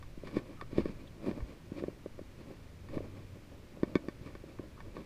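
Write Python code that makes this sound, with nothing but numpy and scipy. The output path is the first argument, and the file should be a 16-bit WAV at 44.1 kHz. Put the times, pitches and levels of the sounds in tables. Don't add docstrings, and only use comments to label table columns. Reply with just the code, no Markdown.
import sys
import numpy as np
from scipy import signal
from scipy.fft import rfft, irfft
from scipy.io import wavfile
from scipy.ndimage import uniform_filter1d

SR = 44100
rng = np.random.default_rng(int(sys.argv[2]) if len(sys.argv) > 2 else 0)


def file_out(sig):
    cols = np.atleast_2d(sig).T
    lim = np.clip(cols, -1, 1)
    pcm = np.round(lim * 32767).astype(np.int16)
    wavfile.write(sys.argv[1], SR, pcm)


N = 222880
TIME = np.arange(N) / SR

# pitch in Hz, typical relative level in dB,
# time to die away by 60 dB in seconds.
HOUSING_MODES = [(1110, 2.5, 0.024), (1145, 12.5, 0.021), (1531, 2, 0.043), (1808, 10.5, 0.024),
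                 (2100, -3, 0.0097), (2230, 7.5, 0.029), (3220, 3, 0.0059), (3510, 0.5, 0.026),
                 (4190, 0.5, 0.0097), (4600, -2, 0.017)]


def amp(db):
    return 10 ** (np.asarray(db) / 20)


def unit(x):
    return x / np.sqrt(np.mean(x ** 2) + 1e-20)


def add(mix, s, sound):
    start = max(round(s * SR), 0)
    part = mix[start:][:len(sound)]
    part += sound[:len(part)]


def shaped(x, points):
    hz, db = np.transpose(points)
    f = abs(np.fft.fftfreq(N, 1 / SR))
    gain_db = np.interp(np.log(f + 1), np.log(hz), db)
    log_gain = np.log(amp(gain_db))
    response = np.exp(np.conj(signal.hilbert(log_gain)))
    return irfft(rfft(x) * response[:N // 2 + 1], N)


def colour(x, points):
    return unit(shaped(x, points))


def grains(per_s, spread_db):
    size = amp(spread_db * np.minimum(rng.exponential(1, N), 4))
    sign = rng.choice([-1, 1], N)
    happens = rng.random(N) < per_s / SR
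    return unit(size * sign * happens)


def ring(modes, t):
    total = np.zeros(len(t))
    for hz, db, t60 in modes:
        fading_db = db + rng.standard_normal() - 60 * t / t60
        total += amp(fading_db) * np.sin(2 * np.pi * hz * t)
    return total


def thud(t, hz, cycles):
    u = t * hz / cycles
    return u ** 2 * np.exp(2 - 2 * u) * np.sin(2 * np.pi * hz * t)


def knocks():
    # start in seconds, peak level in dB before the final filter, pitch in Hz.
    knock_rows = [(0.1761, -36.5, 254), (0.2353, -33, 388), (0.3683, -16.5, 302), (.622, -36, 360),
                  (0.73, -29.5, 280), (0.7822, -14.5, 329), (.794, -22.5, 308), (0.802, -25.5, 249),
                  (0.8566, -21.5, 342), (0.894, -30.5, 234), (1.271, -26, 304), (1.2818, -22, 290),
                  (1.29, -25, 230), (1.313, -30, 310), (1.7187, -28.5, 258), (1.8232, -29, 322),
                  (1.8376, -23.5, 370), (1.8822, -24.5, 346), (2.06, -28, 380), (2.18, -43, 332),
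                  (2.1917, -33.5, 440), (2.214, -37, 268), (2.97, -23, 266), (2.9781, -29.5, 450),
                  (3.0052, -30, 387), (3.772, -40, 436), (3.832, -14.5, 300), (3.878, -37, 260),
                  (3.9554, -12.5, 301), (3.9652, -28, 219), (4.084, -25, 288), (4.352, -38, 340),
                  (4.439, -37.5, 360), (4.595, -28, 297), (4.967, -33.5, 360)]
    # pitch in Hz, typical relative level in dB,
    # time to die away by 60 dB in seconds.
    mount_modes = [(210, -19, 0.06), (305, -16, 0.016), (593, -19.5, 0.019), (670, -15.5, 0.029),
                   (1130, -38, 0.007)]
    # frequency in Hz, gain in dB.
    mount_filter = [(60, 3.5), (190, 1), (260, -2), (360, 1), (460, -2.5), (600, 6.5), (760, -6.5),
                    (900, -6), (1120, 0), (1600, -4), (3000, -17)]
    rise_s, rattle_s, rattle_db = 0.0046, 0.0037, -29
    hard_db, usual_hz = 15, 340
    out, t = np.zeros(N), TIME[:SR // 8]
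    for s, db, hz in knock_rows:
        rattle = amp(rattle_db) * np.exp(-t / rattle_s) * rng.standard_normal(len(t))
        contact = (t == 0) + rattle
        soft_start = 1 - np.exp(-(t / rise_s) ** 2)
        ringing = signal.fftconvolve(contact, soft_start * ring(mount_modes, t))[:len(t)]
        ring_gain = amp(hard_db * np.log2(hz / usual_hz))
        blow = thud(t, hz, cycles=0.59) + ring_gain * ringing
        add(out, s, amp(db) * blow / abs(blow).max())
    return shaped(out, mount_filter)


def clicks():
    # start in seconds, peak level in dB,
    # brightness as the upper edge of a gentle filter in Hz.
    click_rows = [(.027, -42, 8100), (.273, -38.5, 5100), (0.3676, -33.5, 4500), (.387, -37.5, 3000),
                  (0.6125, -30.5, 3400), (0.781, -34, 2500), (0.8561, -37.5, 3500), (1.3127, -39, 3500),
                  (1.405, -41.5, 1416), (1.838, -40, 1200), (2.0607, -49, 900), (2.19, -46, 915),
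                  (2.887, -44, 3000), (2.9782, -38.5, 700), (3.833, -30, 1700), (3.9548, -21.5, 5260),
                  (4.0857, -33, 6960), (4.352, -41, 2600), (4.5878, -43.5, 800), (4.8045, -39, 1190),
                  (4.967, -39.5, 1300)]
    crack_s, crack_db, crack_hz = 0.0013, -2, 2500
    chatter_s, chatter_db = 0.01, -29
    crack_filter = signal.butter(1, crack_hz, "highpass", fs=SR)
    bass_cut = signal.butter(2, 600, "highpass", fs=SR)
    out, t = np.zeros(N), TIME[:SR // 8]
    for s, db, edge_hz in click_rows:
        hiss, chatter = rng.standard_normal((2, len(t)))
        crack = signal.lfilter(*crack_filter, np.exp(-t / crack_s) * hiss)
        contact = (t == 0) + amp(chatter_db) * np.exp(-t / chatter_s) * chatter
        ringing = signal.fftconvolve(contact, ring(HOUSING_MODES, t))[:len(t)]
        tick = ringing + amp(crack_db) * crack
        tick = signal.lfilter(*bass_cut, tick)
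        tick = signal.lfilter(*signal.butter(1, edge_hz, fs=SR), tick)
        add(out, s, amp(db) * tick / abs(tick).max())
    return out


def jolts():
    # start in seconds, level of the envelope's peak in dB, pitch in Hz.
    jolt_rows = [(1.422, -27.5, 49.7), (4.212, -36, 93), (4.26, -40, 114), (4.338, -39, 70),
                 (4.598, -43, 114)]
    out = np.zeros(N)
    for s, db, hz in jolt_rows:
        add(out, s, -amp(db) * thud(TIME[:SR // 5], hz, cycles=0.39))
    return out


def stroke(s, swell, fade):
    return np.exp(np.minimum((TIME - s) / swell, (s - TIME) / fade))


def walking():
    # heel time in seconds,
    # then the strengths in dB of heel rub, sole rub, heel grit and swish.
    step_rows = [(.272, -46.5, -38.5, -55.5, -49.5), (0.787, -38, -44, -51, -51),
                 (1.277, -34.5, -43, -53, -49.5), (1.786, -41.5, -49.5, -57.5, -65),
                 (2.41, -52, -45.5, -63.5, -62), (2.95, -40, -47, -58, -49.5), (4.27, -46, -62, -60.5, -53),
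                 (4.99, -45, -55, -59, -55)]
    # peak time in seconds,
    # swell and fade in seconds (one number for both), strength in dB.
    pull_rows = [(3.36, 0.032, -51.5), (3.53, 0.037, -53), (3.89, 0.12, -47.5), (4.05, 0.041, -48),
                 (4.64, 0.034, -49.5), (4.859, 0.04, -50)]
    roll_s, swell_s, fade_s = 0.1, 0.037, 0.035
    swish_s, swish_width_s = 0.23, 0.058
    sole_grit_db, grit_per_db = -4, 0.45
    leg_hiss_db, sleeve_hiss_db = -14.5, -22
    rub = [np.full(N, amp(-61.5))]
    grit = []
    for s, heel_db, sole_db, grit_db, swish_db in step_rows:
        heel = stroke(s, swell_s, fade_s)
        sole = stroke(s + roll_s, swell_s, fade_s)
        swish = amp(swish_db) * stroke(s + swish_s, swish_width_s, swish_width_s)
        sole_db_of_grit = grit_db + sole_grit_db + grit_per_db * (sole_db - heel_db)
        rub += [amp(heel_db) * heel, amp(sole_db) * sole, swish]
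        grit += [amp(grit_db) * heel, amp(sole_db_of_grit) * sole, amp(leg_hiss_db) * swish]
    for s, width, db in pull_rows:
        sleeve = amp(db) * stroke(s, width, width)
        rub.append(sleeve)
        grit.append(amp(sleeve_hiss_db) * sleeve)
    return np.linalg.norm(rub, axis=0), np.linalg.norm(grit, axis=0)


def scuffs(strength):
    # frequency in Hz, relative level in dB per Hz.
    grit_tone = [(400, -23), (850, -7), (1120, 11), (1400, -0.5), (1850, 4), (2050, 1.5), (2350, 10.5),
                 (2800, -2), (4900, -3), (6000, -15.5), (8500, -16), (15000, -37)]
    clump_s, clump_db = 0.012, 2.2
    grit = colour(grains(per_s=3000, spread_db=0.0), grit_tone)
    ringing = ring(HOUSING_MODES, TIME[:SR // 8])
    housing = unit(signal.oaconvolve(grains(per_s=500, spread_db=8.5), ringing)[:N])
    wander = np.interp(TIME / clump_s, np.arange(N), rng.standard_normal(N))
    clumps = unit(amp(clump_db * wander))
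    return strength * clumps * (amp(0.5) * grit + amp(-5) * housing)


def rubbing(strength):
    # frequency in Hz, relative level in dB per Hz.
    cloth_tone = [(40, -31), (110, -4), (200, 0), (330, 1), (450, -7), (570, -4), (750, -19.5), (1100, -19),
                  (1500, -37.5), (4000, -52)]
    return strength * colour(grains(per_s=1100, spread_db=1.57), cloth_tone)


def squeaks():
    # middle in seconds, length in seconds, pitch in Hz,
    # band width in Hz, level in dB (rms before the swell and fade).
    squeak_rows = [(0.61, 0.13, 1250, 160, -59), (1.077, 0.021, 3370, 700, -60.5),
                   (4.789, .07, 1150, 350, -59)]
    out = np.zeros(N)
    for s, length, hz, width, db in squeak_rows:
        band = signal.butter(2, [hz - width / 2, hz + width / 2], "bandpass", fs=SR, output="sos")
        noise = rng.standard_normal(round(length * SR))
        slip = unit(signal.sosfilt(band, noise))
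        add(out, s - length / 2, amp(db) * slip * np.hanning(len(slip)))
    return out


def outdoors():
    # frequency in Hz, relative level in dB.
    air_tone = [(30, 15.5), (100, 16), (300, 1.5), (700, -7.5), (1100, -7.5), (1600, -9), (2400, -9),
                (3200, -13.5), (5000, -16.5), (9000, -23.5), (13500, -26.5), (15000, -26)]
    # frequency in Hz, relative level in dB.
    rumble_tone = [(10, 5.5), (28, -4.5), (60, -5), (100, -4.5), (170, -12.5), (400, -50.5), (1000, -76)]
    # time in seconds, level in dB before the trim below.
    rumble_curve = [(0, -49.5), (.35, -51.5), (.52, -52), (.64, -48), (.86, -39), (1.05, -55), (1.24, -50),
                    (1.33, -50), (1.43, -41), (1.54, -62), (2.8, -60), (2.97, -41), (3.15, -61.5),
                    (4.1, -64), (4.3, -61), (4.72, -59.5), (4.92, -47.5), (5.05, -63)]
    trim_db = -1
    air = amp(-53.5) * colour(rng.standard_normal(N), air_tone)
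    rumble_gain = amp(trim_db + np.interp(TIME, *np.transpose(rumble_curve)))
    return air + rumble_gain * colour(rng.standard_normal(N), rumble_tone)


def drone():
    pitch_hz, waver_hz = 96.7, 2.2
    hold_start_s, hold_end_s, rise_s, fade_s = 2.95, 3.306, 0.13, 0.13
    waver = unit(uniform_filter1d(rng.standard_normal(N), size=6000))
    hz = pitch_hz + waver_hz * waver
    tone = unit(np.sin(2 * np.pi * np.cumsum(hz) / SR))
    outside = np.maximum((hold_start_s - TIME) / rise_s, (TIME - hold_end_s) / fade_s)
    return amp(-51.5) * np.exp(-np.maximum(outside, 0)) * tone


def scene():
    rub, grit = walking()
    camera = knocks() + clicks() + jolts()
    walker = scuffs(grit) + rubbing(rub) + squeaks()
    return (camera + walker + outdoors() + drone())[None]


def record(dry):
    taps = signal.firwin(511, 15350, window=("kaiser", 8), fs=SR)
    return signal.oaconvolve(dry, taps[None], "same")


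dry = scene()
out = record(dry)
file_out(out)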